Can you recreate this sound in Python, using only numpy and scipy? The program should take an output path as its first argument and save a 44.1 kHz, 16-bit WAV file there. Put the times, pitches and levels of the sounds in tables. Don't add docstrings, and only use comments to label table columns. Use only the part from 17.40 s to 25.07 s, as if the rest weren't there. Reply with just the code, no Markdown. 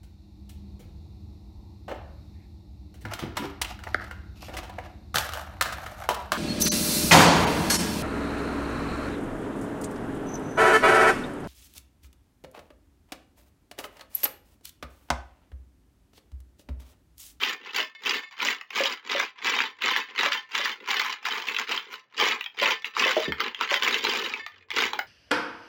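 import sys
import numpy as np
from scipy import signal
from scipy.fft import rfft, irfft
from scipy.io import wavfile
from scipy.ndimage import uniform_filter1d

SR = 44100
rng = np.random.default_rng(int(sys.argv[2]) if len(sys.argv) > 2 else 0)


def pcm_store(signal):
    levels = np.round(np.clip(np.atleast_2d(signal), -1, 1) * 32767)
    wavfile.write(sys.argv[1], SR, levels.astype(np.int16).T)


N = 338247
RING_TIME = np.arange(8192) / SR

# f/Hz, level/dB
AIR_TONE = [(25, 4.5), (70, -23), (120, 22.5), (200, 17), (500, 18), (2500, 14), (7000, -40), (16000, -33)]
# t/s, level/dB
HUM_LEVELS = [(1.5, -100), (2.4, -85), (4.6, -102), (7.4, -64.5)]
# t/s, tumbling time/s, clatter level/dB, drumming against clatter/dB, treble/dB
TOSSES = [(0.016, 0.11, -30.5, -11.5, 5.5), (0.218, .005, -47.5, -2, -10), (0.26, 0.035, -39.5, -11.5, -11),
          (0.355, .055, -29, -11.5, 7), (0.664, 0.1, -28.5, -10.5, 6), (0.920, 0.014, -45.5, -34, -2),
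          (1.02, 0.091, -25.5, -14, 3), (1.362, 0.16, -26.5, -14, 3), (1.657, 0.013, -44.5, -8, -22),
          (1.703, .125, -27, -14.5, -2.5), (1.982, 0.041, -44.5, -20, -23), (2.054, 0.19, -24.5, -14, -2.5),
          (2.442, 0.09, -23.5, -14.5, -5.5), (2.568, 0.022, -30, -16, 3), (2.690, 0.076, -43.5, -13, -17),
          (2.793, 0.065, -22, -15.5, -3.5), (2.935, 0.008, -26.5, -18, -0.5), (3.148, 0.16, -27, -15, 2),
          (3.402, 0.068, -47, 0, -28), (3.494, 0.23, -25, -19.5, -0.5), (3.864, 0.15, -29.5, -15.5, 1.5),
          (4.080, 0.026, -31.5, -11.5, 6), (4.187, 0.018, -30.5, -12.5, 3), (4.297, 0.063, -28, -14, -0.5),
          (4.460, 0.023, -46.5, -7, -7), (4.528, 0.012, -38, -15, 8.5), (4.801, 0.12, -22, -13.5, -2.5),
          (5.213, 0.1, -22.5, -15, -0.5), (5.452, 0.0074, -37, -17, 10), (5.592, 0.12, -22, -13, -0.5),
          (5.77, 0.092, -32, -12.5, 4.5), (6.006, 0.061, -29.5, -9.5, -33.5),
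          (6.217, 0.014, -27.5, -14, -10), (6.304, 0.051, -24.5, -17.5, -3),
          (6.432, 0.16, -26.5, -9.5, 3.5), (6.647, 0.23, -26.5, -7, 3.5), (6.861, 0.12, -37, -8, -5),
          (7.120, 0.21, -53, -12, -13), (7.371, 0.078, -23, -11, 0), (7.528, .05, -41, -4, -18)]
# f/Hz, level/dB
PLASTIC_TONE = [(60, -44.5), (170, -23), (300, -48), (700, -11.5), (950, 2), (1500, -1), (2300, 2),
                (3100, -0.5), (4000, -6.5), (5200, -12.5), (7000, -19), (16000, -25.5)]
# f/Hz, level/dB
BASIN_TONE = [(30, -42), (90, -32.5), (150, -17.5), (230, 2), (340, 6), (450, 7.5), (560, -4.5), (700, -31),
              (1500, -33)]
# start t/s, end t/s
SLIDE_TIMES = [3.1, 4.3]
# t/s, level/dB, toy's pitch f/Hz
CLACKS = [(0.0342, -7, 2850), (0.3503, -21.5, 1820), (0.384, -16, 2450), (0.4022, -11.5, 2250),
          (0.6674, -15.5, 2450), (0.7093, -14.5, 2180), (1.0026, -16.5, 2850), (1.0849, -8.5, 2150),
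          (1.2114, -23.5, 1250), (1.3048, -23, 2620), (1.3626, -15.5, 2330), (1.4571, -9.5, 2780),
          (1.7987, -8.5, 1760), (2.189, -10, 2400), (2.2039, -7, 2340), (2.4207, -14, 3200),
          (2.5628, -7, 2220), (2.8609, -11.5, 1760), (2.9206, -9.5, 2310), (3.149, -16, 1370),
          (3.256, -11.5, 1720), (3.4923, -22.5, 2180), (3.5964, -8, 2180), (3.8539, -13, 2430),
          (4.0856, -12, 2100), (4.1454, -17, 2620), (4.1647, -10.5, 2790), (4.1861, -14, 2160),
          (4.3199, -13, 2610), (4.376, -12.5, 3200), (4.809, -16, 2310), (4.8766, -18, 2690),
          (5.009, -15.5, 2260), (5.0413, -23.5, 3000), (5.061, -18, 2390), (5.1881, -17, 2360),
          (5.257, -9, 2170), (5.3075, -11.5, 2640), (5.445, -13.5, 2630), (5.5665, -10.5, 1230),
          (5.7154, -12.5, 2100), (5.9213, -12, 2780), (6.0036, -9.5, 1300), (6.0796, -20.5, 2660),
          (6.1464, -18.5, 2980), (6.2108, -10, 1830), (6.341, -6, 2500), (6.4236, -9.5, 2030),
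          (6.4755, -8.5, 2340), (6.543, -9, 2590), (6.6494, -9, 3700), (6.8613, -16, 2450),
          (6.9373, -13, 2910), (7.0639, -20.5, 2400), (7.3044, -18, 5000), (7.3148, -16, 3000),
          (7.4371, -9.5, 2570), (7.533, -13.5, 3000), (7.5906, -10.5, 1710)]
# t/s, level/dB
CUP_TAPS = [(0.093, -37), (0.405, -38), (0.55, -43), (0.744, -31), (0.834, -39.5), (0.918, -48),
            (1.108, -38), (2.242, -38.5), (2.60, -37), (2.95, -36), (5.331, -37), (5.444, -44),
            (5.854, -32), (6.996, -38)]
# f/Hz, level/dB, ring time before damping/s
CUP_MODES = [(1120, -7, .35), (1795, -1, .45), (2170, 0, .32), (2589, -8, .25), (2976, -8, .2),
             (3540, -4, .32), (4118, -15, .35), (4737, -11, .35), (5474, -21, .25), (7079, -26, .25)]
# t/s, level/dB, note of the air inside f/Hz
KNOCKS = [(0.397, -33.5, 626), (1.055, -33, 583), (1.405, -16.5, 548), (1.426, -42.5, 530),
          (1.750, -20.5, 564), (2.861, -25.5, 574), (3.194, -31, 574), (4.807, -22.5, 857),
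          (4.825, -22, 477), (5.221, -19, 574), (5.28, -25.5, 514), (5.660, -18.5, 513),
          (5.767, -11.5, 637), (5.775, -15.5, 454), (6.317, -21.5, 573), (7.59, -27, 777)]
# multiple of its air note, level/dB, ring time/s
HOLLOW_MODES = [(.84, -13, .05), (1, -2, .08), (1.19, -15, .09), (2.05, -19, .04)]
# t/s, level/dB
THUMPS = [(5.879, -21), (5.892, -22)]
# f/Hz, level/dB, ring time/s
THUMP_MODES = [(74, -24, 0.26), (132, -17, 0.2), (196, -9.5, 0.16), (265, -7, 0.16), (427, -3, 0.087)]
# f/Hz, level/dB
ECHO_TONE = [(1000, 0.5), (3500, -1.5), (8000, -5), (16000, 3)]
# f/Hz, level/dB
MICROPHONE_TONE = [(7100, 0), (8200, -13.5), (10500, -12), (13000, -11.5), (14300, 1.5), (15300, 3),
                   (16000, 8.5)]


def from_db(db):
    return 10 ** (np.asarray(db) / 20)


def rms_one(x):
    return x / np.sqrt(np.mean(x ** 2) + 1e-20)


def per_sample(rows):
    times, *columns = np.transpose(rows)
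    return [np.interp(np.arange(N) / SR, times, column) for column in columns]


def add(out, at_s, sound):
    start = int(np.clip(round(at_s * SR), 0, N - 1))
    out[start:start + len(sound)] += sound[:N - start]


def keep_side(x, side, hz, order=2):
    return signal.sosfilt(signal.butter(order, hz, side, fs=SR, output="sos"), x)


def colour(x, tone, size=4096):
    hz, db = np.transpose(tone)
    grid_hz = np.maximum(np.linspace(0, SR / 2, size // 2 + 1), 1)
    gain = from_db(np.interp(np.log(grid_hz), np.log(hz), db))
    cepstrum = irfft(np.log(gain))
    cepstrum[1:size // 2] *= 2
    cepstrum[size // 2 + 1:] = 0
    return signal.oaconvolve(x, irfft(np.exp(rfft(cepstrum))))[:len(x)]


def ring(clicks, hz, t60):
    fade, step = from_db(-60 / (t60 * SR)), 2 * np.pi * hz / SR
    return signal.lfilter([0, np.sin(step)], [1, -2 * fade * np.cos(step), fade * fade], clicks + 1e-18)


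def fading_noise(t60):
    return rng.standard_normal(len(RING_TIME)) * from_db(-60 * RING_TIME / t60)


def room(x, t60, wet_db, build_s):
    tail = fading_noise(t60) * (1 - np.exp(-RING_TIME / build_s))
    tail = colour(tail / np.linalg.norm(tail), ECHO_TONE)
    return x + from_db(wet_db) * signal.oaconvolve(x, tail)[:len(x)]


def room_noise():
    air = rms_one(colour(rng.standard_normal(N), AIR_TONE))
    hum = rms_one(ring(rng.standard_normal(N), hz=93, t60=1.0))
    return from_db(-74) * air + from_db(per_sample(HUM_LEVELS)[0]) * hum


def shaking(lift_s=0.22, settle_db=-17):
    swell, sag, release, settle = 469, 32, 295, 69
    t = np.linspace(0, N / SR, 8000)
    start, tumble_s, db, drum_db, treble_db = np.transpose(TOSSES)[:, :, None]
    since = t - start
    after = np.maximum(since - tumble_s, 0)
    body = from_db(db + swell * np.minimum(since, 0) - sag * np.clip(since, 0, tumble_s))
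    tumbling = from_db(-release * after)
    lifted = np.maximum(t - np.vstack([start[1:] - lift_s, [[N / SR]]]), 0)
    settling = from_db(settle_db - settle * after - release * lifted)
    power = body ** 2 * (tumbling ** 2 + settling ** 2) + 1e-18
    total = power.sum(axis=0)
    share = power / total
    curves = [10 * np.log10(total), (share * drum_db).sum(axis=0), (share * treble_db).sum(axis=0)]
    return per_sample(np.transpose([t, *curves]))


def contacts(level_db, peak_per_s, spread_db, crowding):
    per_s = peak_per_s * from_db(crowding * (level_db - level_db.max()))
    touches = rng.random(N) < per_s / SR
    sizes = from_db(spread_db * np.clip(rng.standard_normal(N), -2, 2))
    clicks = touches * sizes * rng.choice([-1, 1], N)
    power = uniform_filter1d(uniform_filter1d(clicks ** 2, size=700), size=700)
    return clicks / np.sqrt(np.abs(power) + 1.17 * per_s / SR) * from_db(level_db)


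def hardness(clicks, treble_db):
    return keep_side(clicks, "low", 6000) - from_db(treble_db) * keep_side(clicks, "high", 6000)


def toy(pitch_hz, t60, focus_db, focus_octaves, modes=48, size=3000):
    edges = np.linspace(np.sqrt(200), np.sqrt(16000), modes + 1)
    hz = (edges[:-1] + rng.random(modes) * np.diff(edges)) ** 2
    ring_s = t60 * (hz / 2000) ** -.45 * 2 ** rng.uniform(-1.39, 1, modes)
    boost_db = focus_db * np.exp(-.5 * (np.log2(hz / pitch_hz) / focus_octaves) ** 2)
    gain = from_db(boost_db + rng.normal(0, 4.8, modes)) * np.sqrt(np.sqrt(hz) / ring_s)
    gain *= rng.choice([-1, 1], modes)
    notes = np.exp(np.outer(2j * np.pi * hz - np.log(1000) / ring_s, RING_TIME[:size])).real
    shell = colour(np.pad(gain @ notes, (0, len(RING_TIME) - size)), PLASTIC_TONE)
    return shell / np.linalg.norm(shell)


def wedged_toys(count=18):
    shells = (toy(hz, t60=0.042, focus_db=7.5, focus_octaves=0.73)
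              for hz in np.geomspace(1050, 4600, count))
    return [room(shell, t60=0.12, wet_db=-8, build_s=0.0013) for shell in shells]


def loose_toys(count=16):
    return [toy(hz, t60=0.16, focus_db=7.5, focus_octaves=0.4, modes=26, size=8192)
            for hz in np.geomspace(950, 3000, count)]


def clatter(clicks, shells, turns_per_s=250):
    turn = np.cumsum(rng.random(N) < turns_per_s / SR)
    struck = rng.integers(0, len(shells), N)[turn]
    out = sum(signal.oaconvolve(clicks * (struck == k), shell)[:N] for k, shell in enumerate(shells))
    return rms_one(out) * np.std(clicks)


def basin_drum(clicks, t60, spots=6):
    struck, out = rng.integers(0, spots, N), np.zeros(N)
    for spot in range(spots):
        wall = fading_noise(t60)
        out += signal.oaconvolve(clicks * (struck == spot), wall / np.linalg.norm(wall))[:N]
    return rms_one(colour(out, BASIN_TONE)) * np.std(clicks)


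def basin_note(clicks):
    slid = np.interp(np.arange(N) / SR, SLIDE_TIMES, [0, 1])
    low = from_db(-10.5) * rms_one(ring(clicks, hz=295.4, t60=0.14))
    high = from_db(-3.5) * rms_one(ring(clicks, hz=444.7, t60=0.14))
    return ((1 - slid) * low + slid * high) * np.std(clicks)


def clacks(snap_db, graze_s, size=180):
    out = np.zeros(N)
    for at_s, db, pitch_hz in CLACKS:
        graze = 0.18 * rng.standard_normal(size) * np.exp(-RING_TIME[:size] / graze_s)
        graze[0] = 1
        shell = toy(pitch_hz, t60=0.016, focus_db=10, focus_octaves=0.45)
        clack = signal.fftconvolve(shell, graze)[:len(RING_TIME)]
        clack /= np.linalg.norm(clack[:size])
        clack[:size] += from_db(snap_db) * np.diff(graze, prepend=0) / np.linalg.norm(graze)
        add(out, at_s, from_db(db + 12.5) * room(clack, t60=0.17, wet_db=-5, build_s=0.0037))
    return out


def steel_cup(clicks, jostle_db, split_hz=10.5, ring_scale=0.74):
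    out = np.zeros(N)
    for hz, mode_db, t60 in CUP_MODES:
        for detune_hz in (-split_hz, split_hz):
            blows = from_db(jostle_db) * clicks * rng.standard_normal(N)
            for at_s, db in CUP_TAPS:
                add(blows, at_s, from_db([db]) * rng.uniform(.2, 1.1))
            out += from_db(mode_db) * ring(blows, hz + detune_hz, t60 * ring_scale)
    return from_db(-2.5) * room(keep_side(out, "high", 700), t60=0.066, wet_db=-2, build_s=0.003)


def hollow_knocks():
    out, blow = np.zeros(N), signal.unit_impulse(SR // 2)
    for at_s, knock_db, air_hz in KNOCKS:
        modes = [from_db(knock_db + db) * ring(blow, air_hz * ratio, t60)
                 for ratio, db, t60 in HOLLOW_MODES]
        add(out, at_s, sum(modes))
    return keep_side(out, "high", 320, order=3)


def floor_thumps():
    blows = np.zeros(N)
    for at_s, db in THUMPS:
        add(blows, at_s, from_db([db]))
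    return sum((-1) ** k * from_db(db) * ring(blows, hz, t60)
               for k, (hz, db, t60) in enumerate(THUMP_MODES))


def scene():
    level_db, drum_db, treble_db = shaking()
    clicks = contacts(level_db, peak_per_s=800, spread_db=7.5, crowding=.3)
    clicks = hardness(clicks, treble_db + 0.26 * (level_db + 29))
    drumming = contacts(level_db + drum_db, peak_per_s=360, spread_db=5.5, crowding=.2)
    toys = clatter(clicks, wedged_toys()) + from_db(-7) * clatter(clicks, loose_toys())
    toys += clacks(snap_db=-39, graze_s=0.0023)
    basin = from_db(0.5) * basin_drum(drumming, t60=0.048) + basin_note(drumming)
    blows = room(hollow_knocks() + floor_thumps(), t60=0.18, wet_db=-2, build_s=0.0015)
    cup = steel_cup(clicks, jostle_db=-51)
    return (toys + basin + cup + blows + room_noise())[None]


def record(dry):
    rounded = np.tanh(keep_side(dry[0], "high", 55))
    heard = colour(rounded, MICROPHONE_TONE)
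    top_cut = signal.ellip(12, .2, 80, 16050, fs=SR, output="sos")
    return signal.sosfilt(top_cut, heard)[None]


dry = scene()
out = record(dry)
pcm_store(out)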